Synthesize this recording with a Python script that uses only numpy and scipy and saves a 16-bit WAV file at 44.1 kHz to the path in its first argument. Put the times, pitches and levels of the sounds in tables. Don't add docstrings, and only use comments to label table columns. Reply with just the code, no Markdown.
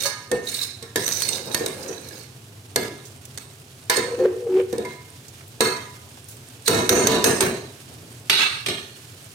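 import sys
import numpy as np
from scipy import signal
from scipy.fft import rfft, irfft, next_fast_len
from scipy.io import wavfile
from scipy.ndimage import uniform_filter1d

SR = 44100
rng = np.random.default_rng(int(sys.argv[2]) if len(sys.argv) > 2 else 0)


def digitize_waveform(pressure):
    field = np.atleast_2d(pressure).T
    bounded = np.clip(field, -1, 1)
    quanta = np.round(bounded * 32767).astype(np.int16)
    wavfile.write(sys.argv[1], SR, quanta)


N = 411894
TIME = np.arange(N) / SR
SECOND = TIME[:SR]
BAND_EDGES = 22 * 2 ** (np.arange(30) / 3)
BAND_HZ = np.sqrt(BAND_EDGES[1:] * BAND_EDGES[:-1])

# start in seconds, speeding up in seconds, slowing down in seconds,
# peak scraping in dB, peak squelching in dB before the squelch is set back in the mix.
STROKES = [(-0.14, 0.2, 0.033, -25.5, -35), (0.445, 0.044, 0.098, -32, -56),
           (0.53, 0.11, 0.036, -29.5, -38), (0.98, 0.19, 0.21, -26.5, -31), (1.25, 0.063, 0.21, -45.5, -27),
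           (1.449, 0.055, 0.68, -42, -28), (1.78, 0.14, 0.023, -49, -32.5), (2.1, 0.091, 0.05, -45.5, -42),
           (3.95, 0.021, 0.02, -30, -20), (4.89, 0.039, 0.018, -46, -43), (6.657, 0.021, 0.013, -26.5, -31)]
# frequency in Hz, width in Hz, level in dB before it wanders.
SCRAPED_WALL = [(1187, 100, -9), (1700, 250, -39), (2400, 510, -13), (2730, 200, -12), (3945, 430, 3),
                (4340, 190, 2), (5080, 300, -2), (5260, 140, -1.5), (5960, 350, -1.5), (6520, 190, 0),
                (6960, 220, -7), (8140, 80, -0.5), (8670, 580, -1), (10560, 560, -6.5), (9860, 1300, -11.5),
                (11450, 780, -5.5), (13700, 2000, -16)]
# frequency in Hz, width in Hz,
# relative level in dB.
GENTLE_WALL = [(1670, 110, 5), (2100, 760, -1), (4070, 91, -10)]
# frequency in Hz, relative density in dB per Hz.
SQUELCH_COLOUR = [(88, -23), (150, -1), (274, -6), (492, 3.5), (554, -14), (874, -4.5), (975, -12),
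                  (1600, -15), (2080, -49), (3520, -120)]
STROKE_SWELL_DB = 10
GENTLE_WALL_DB, GENTLE_WALL_FOLLOWS = -30.5, .45
SNAPS_PER_S, SNAPS_DB = 1200, -8.5


def stirring(bank):
    rub, push = 0, 0
    for s, rise_s, fall_s, scrape_db, squelch_db in STROKES:
        stroke = swell(s, rise_s, fall_s, STROKE_SWELL_DB)
        rub = rub + from_db(scrape_db) * stroke
        push = push + from_db(squelch_db) * stroke
    gentle_wall = np.array([resonate(grains(per_s=1300, spread_db=6.0), GENTLE_WALL) for ear in range(2)])
    catches = from_db(2.6 * drift(260) + .6 * drift(40))
    crushed = np.abs(grains(per_s=110, spread_db=3.2))
    grit = rms_one(signal.lfilter([1], [1, -np.exp(-1 / (.001 * SR))], crushed))
    rough = rng.standard_normal((2, N)) + .7 * rng.standard_normal(N)
    friction = rough * (catches + 2.3 * grit)
    wall = shifting(friction, SCRAPED_WALL, wander_db=4.5, change_per_s=9)
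    scrape = rub * wall + from_db(GENTLE_WALL_DB) * rub ** GENTLE_WALL_FOLLOWS * gentle_wall
    scrape = bounces(scrape, share=.7, above_hz=1500, change_per_s=6.0)
    squelch = push * from_db(-10.0 + 2.0 * drift(27)) * steady(bank, SQUELCH_COLOUR)
    snaps = resonate(grains(SNAPS_PER_S, spread_db=3.0), [(2500, 1500, -7), (9000, 9000, 0)])
    return (scrape + from_db(SNAPS_DB) * rub * snaps) * pan(-4.5) + squelch


# time in seconds, strength in dB, weight put on the base in dB, sharpness of
# the edge in dB, freedom to ring in dB, ring length as a share of the free decay, and the two modes favoured
# by the contact point in Hz and Hz.
KNOCKS = [(0.053, -34, -18, -16.5, 7.5, 1.06, 1240, 2260), (0.3145, -37.5, 13, 4.5, 14.5, 0.87, 1860, 1840),
          (0.483, -67, -24, 7, -3, 1, 3800, 4400), (0.582, -48.5, -19, 1, -3, 1.2, 3800, 4400),
          (0.825, -44, 1, -2.5, -2, 1.2, 1822, 1620), (0.958, -30, 5, 4.5, 11.5, 0.56, 1740, 1740),
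          (1.036, -45, -20, 4, -5, 1, 3800, 4400), (1.0786, -38, -23, 14.5, 2, 1, 3800, 4400),
          (1.088, -41, -20, 13, 4, 1.1, 3800, 4400), (1.111, -45, -20, 12, 3, 1, 3800, 4300),
          (1.22, -38, -25, 13, 2, 0.69, 3770, 4400), (1.5452, -30.5, -0.5, 8, 8.5, 0.65, 4600, 1800),
          (1.661, -37, 1, 8.5, -1, 0.87, 1680, 2112), (2.7594, -28.5, 6, 7.5, 7.5, 0.94, 1720, 1740),
          (3.375, -46.5, -8, 10.5, -4, 1, 3800, 1720), (3.382, -50, -7, 10, -11, 1, 3800, 1720),
          (3.8972, -22, -7, -2.5, 7, 0.84, 1054, 1925), (3.971, -31, -15, -9, 6, 0.62, 1880, 4450),
          (4.7268, -48.5, -5, 6, 2, .5, 1690, 2112), (4.781, -51, -11, 10, -2, 0.73, 1670, 1735),
          (4.8487, -42.5, -15, -9, 12, 0.91, 980, 2130), (5.6059, -20.5, 2.5, -1.5, 5.5, 0.95, 1040, 1200)]
# time in seconds, strength in dB, the two favoured modes in Hz and Hz.
RIM_RAPS = [(6.679, -13.5, 1034, 1490), (6.892, -7.5, 1044, 2400), (7.070, -16.5, 990, 1720),
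            (7.241, -17.5, 1000, 1770), (7.406, -22, 2340, 1750)]
# time in seconds, strength in dB.
POT_BUMPS = [(1.605, -23), (1.64, -25), (1.889, -27.5), (3.973, -17.5), (4.188, -22), (4.727, -20.5),
             (4.78, -21.5)]
# frequency in Hz, relative level in dB, free decay by 60 dB in seconds.
POT_MODES = [(653, -8, .45), (830, -9, .35), (989, -2, .8), (1093, -12, .4), (1141, -14, .37),
             (1238, -10.5, .9), (1308, -14, .6), (1423, -7, .47), (1534, -11, .4), (1669, -2, .6),
             (1728, -3, .5), (1822, -3, .7), (2114, -4, .7), (2240, -6, .55), (2608, -10, .46),
             (2972, -14, .5), (3770, -12, .45), (3825, -12, .5), (4290, -13, .55), (4360, -10, .5),
             (4470, -10, .35), (6560, -13, .35), (8400, -13, .35)]
# frequency in Hz, relative density in dB per Hz before the tilt.
POT_WASH = [(350, -30), (600, -3), (906, -42), (997, 8), (1070, 4.5), (1780, 2), (3210, -3), (3730, -2.5),
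            (8270, -7), (16000, -19.5)]
# frequency in Hz, relative density in dB per Hz before the tilt.
POT_TICK = [(80, -5), (290, -2), (500, 8.5), (1320, 3.5), (1720, 6.5), (2810, -1), (3750, 5.5), (5800, 3),
            (8210, 1), (9630, -2), (12000, -5.5), (16000, -33)]
KNOCK_TOUCH = dict(thud_db=-4.5, boom_db=3.5, ring_db=-5.5, tick_db=9.5, tilt_db=-1, tick_tilt_db=1.2,
                   rise_s=0.001)
RAP_TOUCH = dict(thud_db=4, boom_db=7.5, ring_db=-3.5, wash_db=-1, tick_db=7.5, tilt_db=0.1,
                 tick_tilt_db=1.3, rise_s=0.017, ring_length=0.87)
BUMP_TOUCH = dict(thud_db=-10, boom_db=-2, ring_db=-23.5, wash_db=-23.5, tick_db=-23.5, tilt_db=-4.5,
                  favoured_hz=1770, rise_s=.002)


def pot_blows(bank):
    rows = []
    for s, db, weight, edge, free, length, *favoured_hz in KNOCKS:
        rows.append(blow(s, db, favoured_hz, weight_db=weight, edge_db=edge, free_db=free,
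                         ring_length=length, **KNOCK_TOUCH))
    rows += [blow(s, db, favoured_hz, **RAP_TOUCH) for s, db, *favoured_hz in RIM_RAPS]
    rows += [blow(s, db, **BUMP_TOUCH) for s, db in POT_BUMPS]
    return blows(bank, rows, POT_MODES, POT_WASH, POT_TICK, tick_t60=0.03, thud_stretch=0.99,
                 cluster_db=-5.0, bounce_share=0.48)


# time in seconds, strength in dB, weight in dB, sharpness of the edge in dB.
SET_DOWN = [(8.297, -8, -5.5, -2), (8.385, -19.5, -5, -14), (8.661, -27.5, 1, 0.5),
            (8.684, -29.5, 9.5, 3.5)]
# frequency in Hz, relative level in dB, decay by 60 dB in seconds.
SPOON_MODES = [(1620, -12, .6), (2090, -9, .55), (2390, -1, .55), (2490, -1, .5), (2822, -1, .6),
               (3000, -2, .55), (3315, -3, .5), (3442, 0, .55), (3535, -2, .55), (3822, -5, .4),
               (3935, -2, .42), (5340, -6, .45)]
# frequency in Hz, relative density in
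# dB per Hz before the tilt.
SPOON_WASH = [(350, -38), (600, -25), (919, -14), (1130, -5.5), (1960, -5), (2400, 2.5), (3940, -3),
              (4910, -4.5), (6290, -10.5), (6920, -30), (7620, -11), (12200, -21), (15400, -44),
              (16000, -70)]
SET_DOWN_TOUCH = dict(thud_db=-9.5, boom_db=-43, ring_db=-7.5, tick_db=2.5, tilt_db=-3, favoured_hz=3260,
                      rise_s=0.00068)


def spoon_put_down(bank):
    rows = [blow(s, db, weight_db=weight, edge_db=edge, **SET_DOWN_TOUCH) for s, db, weight, edge in SET_DOWN]
    spoon = blows(bank, rows, SPOON_MODES, SPOON_WASH, SPOON_WASH, tick_t60=0.053, thud_stretch=0.78,
                  cluster_db=-7.0, bounce_share=0.51)
    return spoon * pan(1.6)


EDGE_RING_LOSS, EDGE_TILT, EDGE_THUD_GAIN, EDGE_SHORTENS, EDGE_TICK_TILT = 0.15, 0.19, 0.54, 0.54, 0.052


def blow(s, db, favoured_hz, thud_db, boom_db, ring_db, tick_db, tilt_db, rise_s, tick_tilt_db=0,
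         ring_length=1, wash_db=0, weight_db=0, edge_db=0, free_db=0):
    thud = db + weight_db + thud_db + EDGE_THUD_GAIN * edge_db
    boom = db + weight_db + boom_db - EDGE_THUD_GAIN * edge_db
    ringing = db + ring_db + free_db - EDGE_RING_LOSS * edge_db
    wash = db + wash_db
    tilt = tilt_db + EDGE_TILT * edge_db
    tick = db + tick_db + edge_db
    tick_tilt = tick_tilt_db + EDGE_TICK_TILT * edge_db
    tick_stretch = from_db(-EDGE_SHORTENS * edge_db)
    return (s, thud, boom, rise_s, ringing, ring_length, favoured_hz, wash, tilt,
            tick, tick_tilt, tick_stretch)


# frequency in Hz, relative density in dB per Hz.
THUD_COLOUR = [(29, -54), (50, -23.5), (118, -7.5), (189, -10), (221, -2.5), (334, -9.5), (377, 4),
               (452, -14.5), (548, -21), (657, -4), (900, -27.5), (1170, -23), (1980, -120)]
# frequency in Hz, relative level in dB, free decay by 60 dB in seconds.
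BASE_MODES = [(222, -13, .55), (312, -9, .4), (380, 0, .4), (455, -3, .3), (497, 0, .38)]
# frequency in Hz, width in Hz, level in dB
MODE_CLUSTERS = [(3800, 470, 9), (4380, 570, 4.5), (5420, 880, -2.5), (6380, 960, 7), (8780, 1800, 6),
                 (11980, 3700, 6.5)]


def blows(bank, rows, modes, wash, tick, tick_t60, thud_stretch, cluster_db, bounce_share):
    body, steel, ticks = np.zeros((3, 2, N))
    room_t60 = at_hz(KITCHEN_T60, BAND_HZ)
    spreading, meeting = 1 - np.exp(-SECOND / 0.001), 1 - np.exp(-SECOND / .0013)
    for (s, thud_db, boom_db, rise_s, ring_db, ring_length, favoured_hz, wash_db, tilt,
         tick_db, tick_tilt, tick_stretch) in rows:
        thud = from_db(thud_db) * dying(bank, THUD_COLOUR, room_t60 * thud_stretch)
        boom = from_db(boom_db) * ring(BASE_MODES, 452, 0.97, favour_db=9.0, split=0.012, spread_db=5.0,
                                       phase_spread=0.46)
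        clang = from_db(ring_db) * ring(modes, favoured_hz, ring_length, favour_db=11.0, split=0.00345,
                                        spread_db=3.5, phase_spread=1.0)
        add(body, s, (thud + boom + clang) * (1 - np.exp(-SECOND / rise_s)))
        dense = dying(bank, tilted(wash, tilt), room_t60) * spreading
        add(steel, s, from_db(wash_db) * contact_colour(dense, gain=.8))
        chatter = dying(bank, tilted(tick, tick_tilt), tick_t60 * tick_stretch) * meeting
        add(ticks, s, from_db(tick_db) * chatter)
    flutter = from_db(1.3 * drift(60))
    steel = flutter * bounces(steel, bounce_share, above_hz=1230, change_per_s=2.17) + from_db(6.5) * ticks
    clusters = shifting(steel, MODE_CLUSTERS, wander_db=4.5, change_per_s=3)
    return body + 1.186 * steel + from_db(cluster_db) * np.std(steel) * clusters


FAVOUR_OCTAVES = 0.079
PARTNER_DB = -3


def ring(modes, favoured_hz, length, favour_db, split, spread_db, phase_spread):
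    hz, mode_db, t60 = np.repeat(modes, 2, axis=0).T
    hz = hz * (1 + split * np.resize([-1, 1], len(hz)) * rng.uniform(.85, 1.15, len(hz)))
    near = np.exp(-(np.log2(hz[:, None] / favoured_hz) / FAVOUR_OCTAVES) ** 2).max(axis=1)
    pair_db = np.resize([0, PARTNER_DB], len(hz))
    chance_db = spread_db * rng.standard_normal(len(hz))
    strength = from_db(mode_db + pair_db + favour_db * near + chance_db)
    phase = 2 * np.pi * rng.random(len(modes)) + phase_spread * rng.standard_normal((2, len(modes)))
    phase = np.repeat(phase, 2, axis=1)
    decay = (2j * np.pi * hz - np.log(1000) / (t60 * length)) / SR
    coarse = np.exp(np.outer(decay, np.arange(0, SR, SR // 100)))
    fine = np.exp(np.outer(decay, np.arange(SR // 100)))
    struck = np.sqrt(2) * strength / np.linalg.norm(strength) * np.exp(1j * phase)
    return ((struck[:, None, :] * coarse.T) @ fine).real.reshape(2, SR)


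def contact_colour(x, gain, count=3):
    treble = signal.sosfilt(signal.butter(1, 2000, "high", fs=SR, output="sos"), x)
    out = x.copy()
    for lag in (rng.uniform(.0012, .0045, count) * SR).astype(int):
        out[:, lag:] += gain * rng.choice([-1, 1]) * treble[:, :-lag]
    return out * np.std(x) / np.std(out)


# start in seconds, building in seconds, easing in seconds, pitch at the
# peak in Hz, glide in Hz per second, peak in dB before the mix, flutter in dB, rasp relative to the tone in dB
SLIPS = [(0.048, 0.016, 0.02, 571.4, -28, -15, 4, -32), (0.319, 0.011, 0.05, 494, -100, -6.5, 0.5, -40),
         (4.021, 0.12, 0.11, 485, 100.5, -21, 6, -35), (4.187, 0.083, 0.052, 367.4, 150.5, -6.5, 1.5, -31),
         (4.188, 0.019, 0.052, 507, -100, -8, 0.5, -37), (4.244, 0.014, 0.012, 487.5, -300, -5, 6, -28),
         (4.361, 0.12, 0.057, 468.5, -200, -19.5, 4.5, -42),
         (4.495, 0.088, 0.037, 376.2, 119.5, -4.5, 2, -30),
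         (4.591, 0.0088, 0.0099, 491.4, -300, -7, 3.5, -18)]
SLIP_SWELL_DB, SLIP_WAVER = 10.5, 0.01655


def groan():
    tone, catching, rasping = 0, 0, 0
    for s, rise_s, fall_s, hz, glide, db, flutter_db, rasp_db in SLIPS:
        pitch = hz + glide * np.clip(TIME - s - rise_s, -rise_s, fall_s)
        wavering = pitch * (1 + SLIP_WAVER * drift(40.6))
        wave = np.sin(2 * np.pi * np.cumsum(wavering) / SR)
        level = from_db(db - 7.0 + flutter_db * drift(51)) * swell(s, rise_s, fall_s, SLIP_SWELL_DB)
        catch = level * (1 + wave)
        tone = tone + level * wave
        catching = catching + catch
        rasping = rasping + from_db(rasp_db) * catch
    slips = grains(per_s=1500, spread_db=2.5) * catching
    grind = np.std(tone) * resonate(slips, [(740, 68, 72), (1160, 120, 1.5)])
    judder = np.std(tone) * resonate(slips, [(434, 14, -2), (449, 23, 1)])
    rasp = rasping * shifting(rng.standard_normal((2, N)), [(1550, 730, 3.5), (2330, 740, -5), (2960, 250, -5)],
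                              wander_db=-3.0, change_per_s=4.0)
    return (tone + from_db(-13.5) * judder + from_db(-27) * grind + from_db(-4.0) * rasp) * pan(1.0)


# start in seconds, rising in seconds, falling in seconds, peak in dB
RUMBLE_SWELLS = [(.7, 0.14, .1, -41), (2, 0.13, 0.45, -49), (7.85, 0.032, 0.77, -40.5)]
# frequency in Hz, relative density in dB per Hz.
FLAME_COLOUR = [(15, -66), (25, -32), (59, -49), (75, -25.5), (109, 1), (182, -22), (253, -15), (356, -23),
                (394, -17.5), (468, -34), (510, -20.5), (1050, -30), (1240, -34), (1500, -53), (1950, -51),
                (3300, -120)]
# frequency in Hz, relative density in dB per Hz.
SIZZLE_COLOUR = [(590, -54), (1000, 7), (1250, 9), (1550, 11), (1810, 7), (2500, 10.5), (3080, 10.5),
                 (6330, 7), (7190, 1.5), (8450, 8.5), (9830, 9.5), (10900, -7), (14400, 7), (15300, -9),
                 (16000, -11)]
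# time in seconds, peak in dB, pitch in Hz,
# decay in seconds.
SMALL_POPS = [(3.053, -41.5, 6500, 0.03), (3.253, -34.5, 8000, 0.0043), (5.282, -40, 6500, 0.0099),
              (5.408, -41.5, 1500, 0.0095), (5.479, -45, 11000, 0.011), (6.172, -41, 690, 0.0087),
              (6.285, -41, 9000, 0.047)]
FLAME_DB = -46
SIZZLE_DB, SIZZLE_RISE_DB_PER_S = -51.5, 0.4273
POP_WIDTH_SHARE = 0.59


def stove(bank):
    surge = sum(from_db(db) * swell(s, rise_s, fall_s, depth_db=22) for s, rise_s, fall_s, db in RUMBLE_SWELLS)
    flame = np.hypot(from_db(FLAME_DB), surge) * from_db(1.0 * drift(24)) * steady(bank, FLAME_COLOUR)
    steam = from_db(SIZZLE_DB + SIZZLE_RISE_DB_PER_S * TIME)
    hiss = steady(bank, SIZZLE_COLOUR) * steam * from_db(1.4 * drift(31))
    crackle = np.array([resonate(grains(per_s=200, spread_db=5.5), [(2000, 1600, -10.5), (8740, 430, 7)])
                        for ear in range(2)])
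    pops = np.zeros((2, N))
    for s, db, hz, decay_s in SMALL_POPS:
        burst = resonate(rng.standard_normal((2, SR)), [(hz, POP_WIDTH_SHARE * hz, 0)])
        add(pops, s, from_db(db) * np.exp(-SECOND / decay_s) * burst)
    return flame + hiss + pops + steam * from_db(-10.5) * crackle


# frequency in Hz, decay by 60 dB in seconds.
KITCHEN_T60 = [(100, 0.63), (400, 0.65), (1500, 0.64), (4000, 0.58), (8000, 0.52), (15000, 0.32)]


def kitchen(bank, x):
    tail = dying(bank, [(100, 2.0), (5000, 9.5), (16000, 1.2)], at_hz(KITCHEN_T60, BAND_HZ)) * (SECOND > .004)
    return signal.fftconvolve(x, rms_one(tail) / np.sqrt(SR), axes=1)[:, :N]


# frequency in Hz, likeness from 0 to 1 before the treble is widened.
LIKENESS = [(60, 1), (130, 0.98), (290, 0.85), (640, 0.64), (1410, 0.11), (3100, 0.21), (6820, 0.74),
            (15000, 0.54)]


def noise_bank():
    white, bank = rng.standard_normal((2, 2, N)), []
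    for k, hz in enumerate(BAND_HZ):
        band = signal.butter(2, BAND_EDGES[k:k + 2], "band", fs=SR, output="sos")
        mid, side = signal.sosfilt(band, white[k % 2])
        alike = np.clip(at_hz(LIKENESS, hz) - 0.24 * (hz > 700), -1, 1)
        stereo = np.sqrt(1 + alike) * mid + np.sqrt(1 - alike) * side * [[1], [-1]]
        bank.append(rms_one(stereo).astype(np.float32))
    return np.array(bank)


def band_gains(spectrum):
    gain = from_db(at_hz(spectrum, BAND_HZ)) * np.sqrt(BAND_HZ)
    return (gain / np.linalg.norm(gain)).astype(np.float32)


def steady(bank, spectrum):
    return np.roll(np.tensordot(band_gains(spectrum), bank, 1), rng.integers(N), axis=1)


def dying(bank, spectrum, t60):
    start = rng.integers(N - SR)
    rate = np.float32(np.log(1000) / (t60 * np.ones(len(BAND_HZ))))
    fall = np.exp(-np.minimum(np.outer(rate, np.float32(SECOND)), 30))
    return np.einsum("b,bt,bct->ct", band_gains(spectrum), fall, bank[:, :, start:start + SR])


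def tilted(spectrum, db_per_octave):
    return [(hz, db + db_per_octave * np.log2(hz)) for hz, db in spectrum]


def grains(per_s, spread_db):
    sizes = from_db(spread_db * np.minimum(rng.exponential(1, N), 5)) * rng.choice([-1, 1], N)
    return sizes * (rng.random(N) < per_s / SR) + 1e-18


def resonate(x, resonances):
    out = 0
    for hz, width, db in resonances:
        r = np.exp(-np.pi * width / SR)
        feed = np.array([1, 0, -1]) * (1 - r * r) / 2
        feedback = [1, -2 * r * np.cos(2 * np.pi * hz / SR), r * r]
        out = out + from_db(db) * signal.lfilter(feed, feedback, x + 1e-18)
    return rms_one(out)


def shifting(x, resonances, wander_db, change_per_s):
    out, power = 0, 0
    for hz, width, db in resonances:
        edges = np.clip([hz - width / 2, hz + width / 2], 20, .45 * SR)
        band = signal.butter(2, edges, "band", fs=SR, output="sos")
        gain = from_db(db + wander_db * drift(change_per_s))
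        out = out + gain * signal.sosfilt(band, x + 1e-18)
        power = power + width * gain ** 2
    return rms_one(out / np.sqrt(power))


def bounces(x, share, above_hz, change_per_s, count=5):
    treble = signal.sosfilt(signal.butter(2, above_hz, "high", fs=SR, output="sos"), x)
    share, out = np.clip(share, 0, .95), x.copy()
    for ear in range(2):
        paths = np.array([drift(change_per_s) for k in range(count)])
        paths *= np.sqrt(share / (1 - share) / np.sum(paths ** 2, axis=0))
        lags = (rng.uniform(.0006, .006, count) * SR).astype(int)
        for gain, lag in zip(paths, lags):
            out[ear, lag:] += gain[lag:] * treble[ear, :N - lag]
    return out * np.sqrt(1 - share)


GRIP_DB_PER_S, STOP_DB_PER_S = 1500, 398


def swell(start, rise_s, fall_s, depth_db):
    t = TIME - start - rise_s
    away = np.minimum(np.maximum(-t / rise_s, t / fall_s), 1)
    outside_db = GRIP_DB_PER_S * np.maximum(-t - rise_s, 0) + STOP_DB_PER_S * np.maximum(t - fall_s, 0)
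    return from_db(-depth_db * away - np.minimum(outside_db, 120))


def drift(rate):
    r = np.exp(-80 * np.pi * rate / SR)
    slow = signal.lfilter([1], [1, -2 * r, r * r], rng.standard_normal(N // 40 + 2002))[2000:]
    return np.interp(np.arange(N) / 40, np.arange(len(slow)), rms_one(slow))


def from_db(db):
    return 10 ** (np.asarray(db) / 20)


def rms_one(x):
    return x / np.sqrt(np.mean(x ** 2) + 1e-20)


def at_hz(points, hz):
    points = np.array(points)
    return np.interp(np.log(hz), np.log(points[:, 0]), points[:, 1])


def pan(db):
    return from_db([[db / 2], [-db / 2]])


def add(out, s, sound):
    i = round(s * SR)
    out[:, i:i + sound.shape[1]] += sound[:, :N - i]


def scene():
    bank = noise_bank()
    rubbing, groaning = stirring(bank), groan()
    struck = pot_blows(bank) + spoon_put_down(bank)
    echo = kitchen(bank, from_db(-8.5) * rubbing + from_db(-13) * groaning)
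    return rubbing + struck + groaning + echo + stove(bank)


def limiter(x, threshold_db, release_db_per_s, attack_s):
    power = uniform_filter1d(np.mean(x ** 2, axis=0), size=256)
    level_db = 10 * np.log10(np.maximum(power, 1e-12))
    over_db = np.maximum(level_db - threshold_db, 0)
    released_db = release_db_per_s * TIME
    held_db = np.maximum.accumulate(over_db + released_db) - released_db
    r = np.exp(-1 / (attack_s * SR))
    return x * from_db(-signal.lfilter([1 - r], [1, -r], held_db))


# frequency in Hz, left over right in dB.
PORT_BALANCE = [(60, -4.5), (110, 0), (200, 0), (380, 0), (700, 0.5), (1290, -2.5), (2380, -6.5),
                (4400, -7), (8120, -10.5), (15000, 18)]
CUTOFF_HZ = 16000


def record(dry):
    size = next_fast_len(N + SR)
    lean_db = at_hz(PORT_BALANCE, np.arange(size // 2 + 1) * SR / size + 1)
    heard = irfft(rfft(dry, size) * from_db([lean_db / 2, -lean_db / 2]), size)[:, :N]
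    held = np.tanh(limiter(heard, threshold_db=-12.5, release_db_per_s=82.0, attack_s=0.0021))
    return signal.sosfilt(signal.ellip(10, .2, 80, CUTOFF_HZ, fs=SR, output="sos"), held)


dry = scene()
out = record(dry)
digitize_waveform(out)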